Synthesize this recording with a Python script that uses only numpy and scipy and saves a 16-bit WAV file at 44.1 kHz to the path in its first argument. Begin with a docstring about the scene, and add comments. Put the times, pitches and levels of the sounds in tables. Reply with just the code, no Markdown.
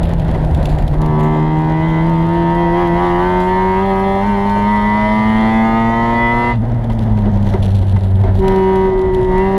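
"""A twin-rotor race engine in a stripped cabin, as a source-filter model of pulse trains and noise.
It first coasts with pops, two shell thumps and loud wind, then pulls up through the revs for over five seconds.
It lifts, the pops return and the wind rises; at last it pulls again, easing briefly in between.
Firing pulses sweep through fixed pipe and cabin resonances, and low shaft orders boom in the shell.
Throughout, filtered noise gives wind and tyre roar, and short clicks give ticking and chatter."""
import sys
import numpy as np
from scipy import signal
from scipy.fft import rfft, irfft, next_fast_len
from scipy.io import wavfile
from scipy.ndimage import uniform_filter1d, map_coordinates

SR = 44100
rng = np.random.default_rng(int(sys.argv[2]) if len(sys.argv) > 2 else 0)


def to_wav(s):
    """Save 16-bit WAV."""
    ch = np.atleast_2d(s).T  # columns
    pcm = np.round(np.clip(ch, -1, 1) * 32767)  # PCM
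    wavfile.write(sys.argv[1], SR, pcm.astype(np.int16))


N = 422467  # samples

# Levels are relative: the gains in the functions below also apply.
# wind buffet at the open windows: t/s, level/dB
WIND_LEVEL = [(0, -18), (.95, -15.5), (1.35, -25), (2.9, -24.5), (4.1, -27), (5.4, -25), (5.9, -26.5),
              (6.7, -23), (7.05, -19.5), (7.6, -19), (8.05, -23.5), (8.45, -15.5), (8.6, -26.5),
              (9.35, -18), (9.58, -29)]
# colour of the buffet: f/Hz, level/dB
WIND_SPECTRUM = [(12, -25.5), (24, 3.5), (38, 9.5), (55, 5), (80, -4), (130, -0.5), (200, -15.5),
                 (400, -63.5)]
# tyre and road roar: t/s, level/dB
ROAD_LEVEL = [(0, -22), (.15, -29), (.35, -23.5), (1, -28.5), (1.5, -31), (3, -31.5), (3.8, -33.5),
              (5, -32.5), (6.4, -31), (7.55, -28.5), (7.8, -32.5), (8.3, -28.5), (8.7, -31.5),
              (9.58, -28.5)]
# colour of the roar: f/Hz, level/dB
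ROAD_SPECTRUM = [(50, -9.5), (120, -2.5), (230, 5.5), (280, 0), (350, 0), (430, -4), (620, 1), (950, -6.5),
                 (1150, -18), (1900, -18), (2500, -31.5), (3500, -31.5), (5500, -46.5), (8000, -56),
                 (14000, -68)]
# thumps of the body shell over kerbs: t/s, envelope peak level/dB
SHELL_THUMPS = [(.505, -10), (.775, -19)]
# sharp broadband ticks, each with a swell of chatter: t/s, tick level/dB, chatter level/dB
TICKS_AND_CHATTER = [(.031, -28.5, -51), (0.092, -34, -71), (.197, -35, -61), (.431, -43, -62),
                     (.547, -28, -59), (.628, -33, -56), (0.656, -24.5, -52.5), (.694, -35, -62),
                     (0.786, -32, -56), (.879, -30.5, -57), (1.017, -30, -54), (1.198, -37, -46),
                     (1.884, -43, -51.5), (2.097, -37, -64), (3.401, -37, -52), (4.497, -32, -58),
                     (6.9, -44, -54), (7.01, -43, -57), (7.173, -40.5, -65), (7.33, -45, -59),
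                     (7.46, -46, -50.5), (7.628, -32, -47), (7.753, -34, -58), (7.881, -41, -56),
                     (8.035, -37.5, -58), (8.214, -39, -71), (8.353, -36, -53), (8.481, -24, -57.5),
                     (8.561, -34, -63), (8.758, -34, -56), (9.147, -31.5, -58), (9.38, -34, -63)]
# colour of the ticks and the chatter: f/Hz, level/dB
RATTLE_SPECTRUM = [(1000, -18.5), (2400, 8), (3500, 10.5), (5500, -2.5), (7400, -4), (8800, -10.5),
                   (11000, -4), (13800, -9.5), (15000, -19)]
# engine speed: t/s, shaft rate/(turns/s)
SHAFT_RATE = [(0.09, 83.5), (0.31, 79.2), (0.79, 74.5), (1.49, 77.6), (2.17, 82.1), (2.36, 84.3),
              (2.99, 86.5), (3.66, 94.0), (4.49, 100.9), (5.67, 112.5), (6.51, 119.8), (6.6, 110.1),
              (6.7, 118.7), (7.31, 101.8), (7.75, 96.6), (8.86, 94.8), (9.33, 92.6), (9.46, 96.5)]
# flares of the revs as the driven wheels go light over crests: t/s, extra rate/(turns/s)
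CREST_FLARES = [(1.03, 1.6), (1.85, 0.7), (2.08, 1.4), (2.34, 0.6), (2.61, 1.0), (2.79, 2.1), (3.02, 1.4),
                (3.28, 0.8), (3.85, 1.9), (4.28, 2.9), (4.5, 0.4), (4.7, 1.1)]
# pedal moves, each held until the next: t/s, travel time/s, load/dB, rotor mismatch/dB, rasp/dB,
# hum level/dB at once a turn, at the firing rate, at twice the firing rate
PEDAL_MOVES = [(0, .01, -35, 0, -6, 13.5, 0.5, -1.5), (.88, 0.14, -2.5, 2.5, -5, 0, 0.5, -1.5),
               (1.16, .14, -0.5, 0, 1.5, 0, 0.5, 0), (6.51, 0.038, -25.5, 3.5, -3, 1.5, 1.5, -5),
               (7.58, .06, -29.5, -3, -7.5, 2.5, 1.5, -2), (8.35, 0.086, -3, -7.5, -2, -2, 0.5, 5),
               (8.84, 0.083, -11.5, 0, 0.5, -8, -7.5, 5.5), (9.24, 0.11, -3, -6, 3, -4.5, 2.5, 3.5)]
# the engine comes on song: shaft rate/(turns/s), firing strength/dB, rotor mismatch/dB, rasp/dB
REV_RESPONSE = [(77.1, -6.5, 8.5, 2), (76.8, -7, 6, 4), (81.5, -3, -3, 0), (83.9, -2.5, -1, -1.5),
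                (87.6, 2.5, -1.5, 0), (88.8, 3, 3, -2.5), (97.4, 2, -6, -2.5), (104.7, 1.5, 1, 2.5),
                (107.6, 3, 2.5, 2), (112.6, 1, 2, 3), (115.8, 0, 4, 5.5), (120.2, 4, -1, 3)]
# unburnt fuel popping in the pipe: t/s, level/dB
FUEL_POPS = [(0.287, -16), (.346, -14), (.509, -24), (0.783, -19), (.936, -16.5), (6.899, -15),
             (7.176, -18.5), (7.255, -19), (7.336, -32), (7.47, -17.5), (7.538, -12.5), (7.823, -24),
             (7.963, -15), (8.237, -14.5)]
# colour of a pop ahead of the resonances: f/Hz, level/dB
POP_SPECTRUM = [(100, -16), (350, -1), (650, -5), (950, -11), (1400, -12), (2000, -16.5), (3500, -20.5),
                (8000, -40)]
# boom of a low shaft order in the shell, pulling and coasting: f/Hz, level/dB
SHELL_GAIN_PULLING = [(77, -46), (85, -36), (90, -30), (104, -25), (118, -22), (152, -13), (166, -11.5),
                      (177, -18), (197, -15.5), (225, -10.5), (240, -18.5), (303, -24.5), (313, -18.5),
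                      (332, -17.5), (345, -13.5), (388, -15.5), (404, -22.5), (425, -31.5), (475, -25.5)]
SHELL_GAIN_COASTING = [(75, -34), (82, -37), (95, -10.5), (104, -12.5), (116, -14), (150, -18.5),
                       (160, -14.5), (190, -25.5), (207, -14.5), (236, -26.5), (310, -35), (390, -37.5),
                       (460, -43.5)]
# resonances and dips of pipe and cabin: f/Hz, width/Hz, level/dB
RESONANCES = [(230, 25, 13), (292.5, 28, -16.5), (381.4, 91, 20), (512.6, 5.7, 6), (570, 15, -1),
              (584, 12, 10), (636.7, 10, 11), (686.6, 54, 12), (783, 46.4, 14.5), (821, 28, -5.5),
              (931.3, 127, 22.5), (1044, 42, 7.5), (1152, 55, 5), (1242.4, 38, 9), (1329, 6.9, 4.5),
              (1486, 10, 2.5), (1530, 55, 7), (1855, 5.7, 10.5), (1994, 131, 14.5), (2136, 120, 5.5),
              (2380, 90, 1.5), (2738, 15, 9), (2933, 43, 4.5), (3173, 75, 9), (3454, 89, 5)]
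# spectrum of one firing under those resonances: f/Hz, level/dB
FIRING_SPECTRUM = [(100, -27.5), (200, -17), (450, -30.5), (700, -37), (1100, -40.5), (1500, -50.5),
                   (1750, -47.5), (2400, -62.5), (3200, -64.5), (4200, -71.5), (5500, -81), (9000, -93)]
# what differs between the rotors, against what they share: f/Hz, level/dB
ROTOR_DIFFERENCE = [(230, -16), (300, -13.5), (380, -14.5), (480, -19), (600, -4.5), (700, -8.5),
                    (780, -3.5), (900, 1.5), (1000, -0.5), (1300, 3.5), (2000, 7.5), (3200, 8.5)]
# colour of the turbulent gas let out by a firing: f/Hz, level/dB
PUFF_SPECTRUM = [(400, -27), (950, 9.5), (1400, -4), (2000, -1.5), (2500, -16.5), (3400, -17.5),
                 (5500, -25.5), (8000, -28), (14000, -24.5)]
# treble ringing of the microphone port: f/Hz, level/dB
PORT_RESPONSE = [(8500, 0), (9400, 1.5), (10050, 6), (11000, -2.5), (12500, -3), (13600, -3), (15400, -16)]

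TOP_HZ = 15100  # half-amplitude edge of the band limit
SURGE_HZ, SURGE_S = 3.17, .11  # swing rate of a flare, half length to 1/e
COAST_LOAD_DB = -18  # below this load the engine is dragged along by the wheels
THUMP_HZ, THUMP_S = 71, .028  # pitch, time from onset to envelope peak
CHATTER_T60 = 0.61  # s, decay of a swell of chatter by 60 dB
# steady chatter ahead of the common gains; its growth with revs applies when pulling
CHATTER_COAST_DB, CHATTER_PULL_DB, CHATTER_DB_PER_OCTAVE = -62, -57.5, 9.5
CHATTER_REFERENCE_TURNS = 95  # turns/s
# the hum sags after each pop: depth at the loudest pop, delay, half length to 1/e
MISFIRE_DIP_DB, MISFIRE_LAG_S, MISFIRE_S = -7.5, .035, 0.013


def amp(db):
    """Decibels define an amplitude ratio."""
    return 10 ** (np.asarray(db) / 20)


def unit(x):
    """Division by the root mean square normalises the power."""
    return x / np.sqrt(np.mean(x ** 2) + 1e-20)


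def along(points, hz):
    """Interpolation on a logarithmic frequency axis follows pitch intervals."""
    f, values = np.transpose(points)
    return np.interp(np.log(hz + 1), np.log(f), values)


def curves(rows):
    """Linear interpolation in time gives one value per sample for each column after t/s."""
    t, *columns = np.transpose(rows)
    return [np.interp(np.arange(N) / SR, t, column) for column in columns]


def wobble(rate):
    """A spline through random knots, rate of them a second, is a band-limited fluctuation."""
    knots = rng.standard_normal(int(N * rate / SR) + 4)
    return map_coordinates(knots, [np.arange(N) * rate / SR])


def coloured(x, level, size=16384):
    """Folding the cepstrum gives the minimum-phase filter whose gain in dB is level(f/Hz)."""
    gain = amp(level(np.fft.rfftfreq(size, 1 / SR)))
    cepstrum = irfft(np.log(gain + 1e-9))
    fold = 1 + np.sign(np.fft.fftfreq(size))
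    response = irfft(np.exp(rfft(cepstrum * fold)))
    return signal.fftconvolve(x, response)[:N]


def noise(spectrum):
    """Filtering white noise shapes its power spectrum; the rms is set to 1."""
    return unit(coloured(rng.standard_normal(N), lambda hz: along(spectrum, hz)))


def lowpass(x, edge_hz, order):
    """A real, positive spectral weight removes treble without phase delay."""
    m = next_fast_len(N + SR // 4)
    weight = 1 / (1 + (np.fft.rfftfreq(m, 1 / SR) / edge_hz) ** order)
    return irfft(rfft(x, m) * weight, m)[:N]


def bursts(rows, t60):
    """Exponential decay: the envelope jumps at each (t/s, level/dB) and falls 60 dB in t60 seconds."""
    envelope = np.zeros(N + SR)
    fall = amp(-60 * np.arange(SR // 2) / SR / t60)
    for s, db in rows:
        envelope[round(s * SR):][:len(fall)] += amp(db) * fall
    return envelope[:N]


def body(hz):
    """Superposed resonance curves give the gain in dB of the pipe and cabin."""
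    return sum(db / (1 + (2 * (hz - centre) / width) ** 2) for centre, width, db in RESONANCES)


def cabin(x, t60, wet, count=14):
    """Reverberation between bare panels: a drifting echo pattern makes single orders flare and fade."""
    t = np.arange(SR // 10) / SR
    tails = rng.standard_normal((count, len(t))) * amp(-60 * t / t60)
    place = np.linspace(0, count - 1, N)
    echoes = np.zeros(N + len(t))
    for i, tail in enumerate(tails):
        near = np.flatnonzero(np.abs(place - i) < 1)
        faded = x[near] * np.cos(np.pi / 2 * (place[near] - i))  # crossfade between patterns
        part = signal.fftconvolve(faded, tail / np.linalg.norm(tail))
        echoes[near[0]:][:len(part)] += part
    return (x + wet * echoes[:N]) / np.hypot(1, wet)


def wind_and_road():
    """Turbulence and tyre friction radiate broadband noise, with levels set along the drive."""
    buffet = noise(WIND_SPECTRUM)
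    # dividing by the running rms leaves the slow swells to the table
    running_rms = np.sqrt(np.abs(uniform_filter1d(buffet ** 2, size=6000)) + 1e-6)
    wind = buffet / running_rms * amp(curves(WIND_LEVEL)[0] + 1)
    road = noise(ROAD_SPECTRUM) * amp(curves(ROAD_LEVEL)[0] + 3.0 + 1.77 * wobble(25))
    return wind + road


def thumps():
    """Impulsive excitation of a damped mode: low swings of the shell swell and die."""
    out = np.zeros(N + SR)
    t = np.arange(SR // 3) / SR
    envelope = (t / THUMP_S * np.exp(1 - t / THUMP_S)) ** 2
    swing = envelope * np.sin(2 * np.pi * THUMP_HZ * t)
    for s, db in SHELL_THUMPS:
        out[round(s * SR):][:len(t)] += amp(db) * swing
    return out[:N]


def ticks(stray_rate=30, stray_db=-38, stray_spread_db=4, wind_slope=0.49):
    """Decaying broadband noise: a sharp tick at each listed time, and random stray ones, louder in strong wind."""
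    at = np.flatnonzero(rng.random(N) < stray_rate / SR)  # stray_rate a second on average
    gust_db = curves(WIND_LEVEL)[0]
    stray_levels = stray_db + wind_slope * (gust_db[at] - gust_db.max())
    stray_levels = stray_levels + stray_spread_db * rng.standard_normal(len(at))
    listed = bursts([(s, tick_db) for s, tick_db, _ in TICKS_AND_CHATTER], t60=0.025)
    strays = bursts(zip(at / SR, stray_levels), t60=0.0075)
    return (listed + strays) * rng.standard_normal(N) * amp(-2)


def rattle(speed, load_db, coast, rate=380, spread_db=1.5, clump_db=-1.4, coast_clump_db=3.5, load_slope=1.0):
    """Random click trains: chatter grows with revs and load when pulling, and swells around listed ticks."""
    sizes = amp(spread_db * np.minimum(rng.exponential(size=N), 3) + 1.5 * wobble(70))
    clicks = (rng.random(N) < rate / SR) * sizes  # rate clicks a second on average
    octaves = np.log2(speed / CHATTER_REFERENCE_TURNS)
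    pulling_db = CHATTER_PULL_DB + CHATTER_DB_PER_OCTAVE * octaves + load_slope * load_db
    steady_db = coast * CHATTER_COAST_DB + (1 - coast) * pulling_db
    steady = amp(steady_db + (clump_db + coast_clump_db * coast) * wobble(14))
    swell_envelope = bursts([(s, chatter_db) for s, _, chatter_db in TICKS_AND_CHATTER], t60=CHATTER_T60)
    swells = uniform_filter1d(swell_envelope, size=1300)
    level = np.hypot(steady, amp(2.0) * swells) * amp(3.5)
    chatter = unit(cabin(clicks, t60=0.0027, wet=6)) * level
    return coloured(chatter + ticks(), lambda hz: along(RATTLE_SPECTRUM, hz) + 2)


def shaft_speed(waver=.0016):
    """Rotation sets every order's pitch: the revs in turns/s, with a damped flare around each crest."""
    t = np.arange(N) / SR
    flares = 0
    for s, size in CREST_FLARES:
        window = np.exp(-((t - s) / SURGE_S) ** 2)
        flares = flares + size * np.cos(2 * np.pi * SURGE_HZ * (t - s)) * window
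    return (curves(SHAFT_RATE)[0] + flares) * (1 + waver * wobble(22))


def pedal():
    """Piecewise-linear control: load, rotor mismatch, rasp and three hum levels, all in dB."""
    rows = [(0, *PEDAL_MOVES[0][2:])]
    for before, (s, travel, *setting) in zip(PEDAL_MOVES, PEDAL_MOVES[1:]):
        rows += [(s, *before[2:]), (s + abs(travel), *setting)]
    return curves(rows)


def coasting(load_db):
    """A smooth power-ratio switch: near 1 with the throttle shut, near 0 under load."""
    return 1 / (1 + amp(load_db - COAST_LOAD_DB) ** 2)


def pops():
    """Combustion noise: short blasts of burning gas rise in about a millisecond and ring the same pipe."""
    flare = uniform_filter1d(bursts(FUEL_POPS, t60=0.073), size=50)
    blasts = flare * rng.standard_normal(N)
    return amp(3.5) * coloured(blasts, lambda hz: along(POP_SPECTRUM, hz) + body(hz))


def boom(angle, speed, coast, hums_db, flutter_db=.5, drift_db=0.68, stagger=0.28):
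    """Forced resonance: shaft orders 1, 2 and 4 cross the shell's modes; off the throttle they stumble."""
    t = np.arange(N) / SR
    angle = angle + stagger * coast * wobble(45)  # stagger in radians
    loudest_db = max(db for _, db in FUEL_POPS)
    dips = sum(np.exp(-((t - s - MISFIRE_LAG_S) / MISFIRE_S) ** 2) * amp(db - loudest_db) for s, db in FUEL_POPS)
    sag_db = MISFIRE_DIP_DB * dips
    hum = 0
    for octave, hum_db in enumerate(hums_db):
        order = 2 ** octave
        pulling = amp(along(SHELL_GAIN_PULLING, order * speed))
        dragged = amp(along(SHELL_GAIN_COASTING, order * speed))
        size = (1 - coast) * pulling + coast * dragged
        wave = np.cos(order * angle) if octave < 2 else np.sin(order * angle)
        hum = hum + size * amp(hum_db + drift_db * wobble(14)) * wave
    return hum * amp(sag_db + (flutter_db + 1.3 * coast) * wobble(60))


def rotor(angle, count=80):
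    """A harmonic sum in closed form: one sharp pulse a turn from count shaft orders of equal size."""
    half = np.mod(angle, 2 * np.pi) / 2 + 1e-9
    return np.sin((2 * count + 1) * half) / (2 * np.sin(half)) - .5


def dispersed(x, spread):
    """Dispersion in pipe and floor: higher orders arrive later, by up to spread seconds."""
    m = next_fast_len(N + SR // 4)
    hz = np.fft.rfftfreq(m, 1 / SR)
    delay = spread * hz / (hz + 1000)
    phase = 2 * np.pi * np.cumsum(delay) * SR / m  # the integral of group delay over frequency
    return irfft(rfft(x, m) * np.exp(-1j * phase), m)[:N]


def reflected(sound, edge_db, bright_db, bark_db=4, rasp_db=4, treble_db=6):
    """Band-dependent reverberation: bands above 1150 Hz arrive partly by reflection, the treble most."""
    low = lowpass(sound, edge_hz=1150, order=30)
    below_rasp = lowpass(sound, edge_hz=1890, order=24)
    below_treble = lowpass(sound, edge_hz=2276, order=24)
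    bark = cabin(below_rasp - low, t60=0.12, wet=0.95, count=16) * amp(bark_db)
    rasp = cabin(below_treble - below_rasp, t60=0.15, wet=0.8, count=16) * amp(rasp_db + edge_db)
    treble = cabin(sound - below_treble, t60=0.15, wet=2.5, count=16) * amp(treble_db + bright_db)
    return low + bark + rasp + treble


def exhaust(angle, speed, pedal_db, uneven_db, edge_db, jitter=0.0066, coast_jitter=.07, scatter_db=0.76,
            treble_slope=0.58):
    """Superposed pulse trains: two rotors fire in turn, and their mismatch adds the odd shaft orders."""
    revs, *columns = np.transpose(REV_RESPONSE)
    strength_db, unlike_db, bright_db = [np.interp(speed, revs, column) for column in columns]
    load_db, mismatch_db = pedal_db + strength_db, uneven_db + unlike_db
    # firings fall out of step when the throttle is shut; jitter in radians
    angle = angle + (jitter + coast_jitter * coasting(pedal_db)) * wobble(170)
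    front, rear = rotor(angle), rotor(angle + np.pi)
    # orders 1, 2 and 4 reach the cabin as boom instead
    shared = (front + rear) / 2 - np.cos(2 * angle) - np.cos(4 * angle)
    odd_orders = (front - rear) / 2 - np.cos(angle)
    differing = coloured(odd_orders, lambda hz: along(ROTOR_DIFFERENCE, hz))
    # the sharp edges of the two pulses always differ; only their bulk evens out at times
    bulk = lowpass(differing, edge_hz=1390, order=6)
    pulses = shared + differing + bulk * (amp(mismatch_db + 1.34 * wobble(12)) - 1)
    pulses = pulses * amp(load_db + scatter_db * wobble(190))
    resonant = coloured(pulses, lambda hz: along(FIRING_SPECTRUM, hz) + body(hz))
    sound = dispersed(resonant, spread=.013)
    # each firing also lets out a puff of turbulent gas
    puffs = noise(PUFF_SPECTRUM) * (1 + .5 * np.cos(2 * angle)) * amp(load_db - 39.5)
    treble_db = treble_slope * (bright_db - bright_db.mean())
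    return reflected(sound, edge_db + bright_db, treble_db) + puffs


def scene():
    """Linear superposition: the pedal sets the load; one shaft drives exhaust, boom and rattle."""
    speed = shaft_speed()
    angle = 2 * np.pi * np.cumsum(speed) / SR
    load_db, uneven_db, edge_db, *hums_db = pedal()
    coast = coasting(load_db)
    background = wind_and_road() + thumps() + rattle(speed, load_db, coast)
    engine = pops() + boom(angle, speed, coast, hums_db) + exhaust(angle, speed, load_db, uneven_db, edge_db)
    return (background + engine)[None]


def record(dry):
    """Port resonance colours the treble, saturation rounds the highest peaks, a steep low-pass limits the band."""
    heard = coloured(dry[0], lambda hz: along(PORT_RESPONSE, hz))
    rounded = heard / (1 + np.abs(heard / .9) ** 8) ** (1 / 8)
    return lowpass(rounded, TOP_HZ, order=120)[None]


dry = scene()
out = record(dry)
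to_wav(out)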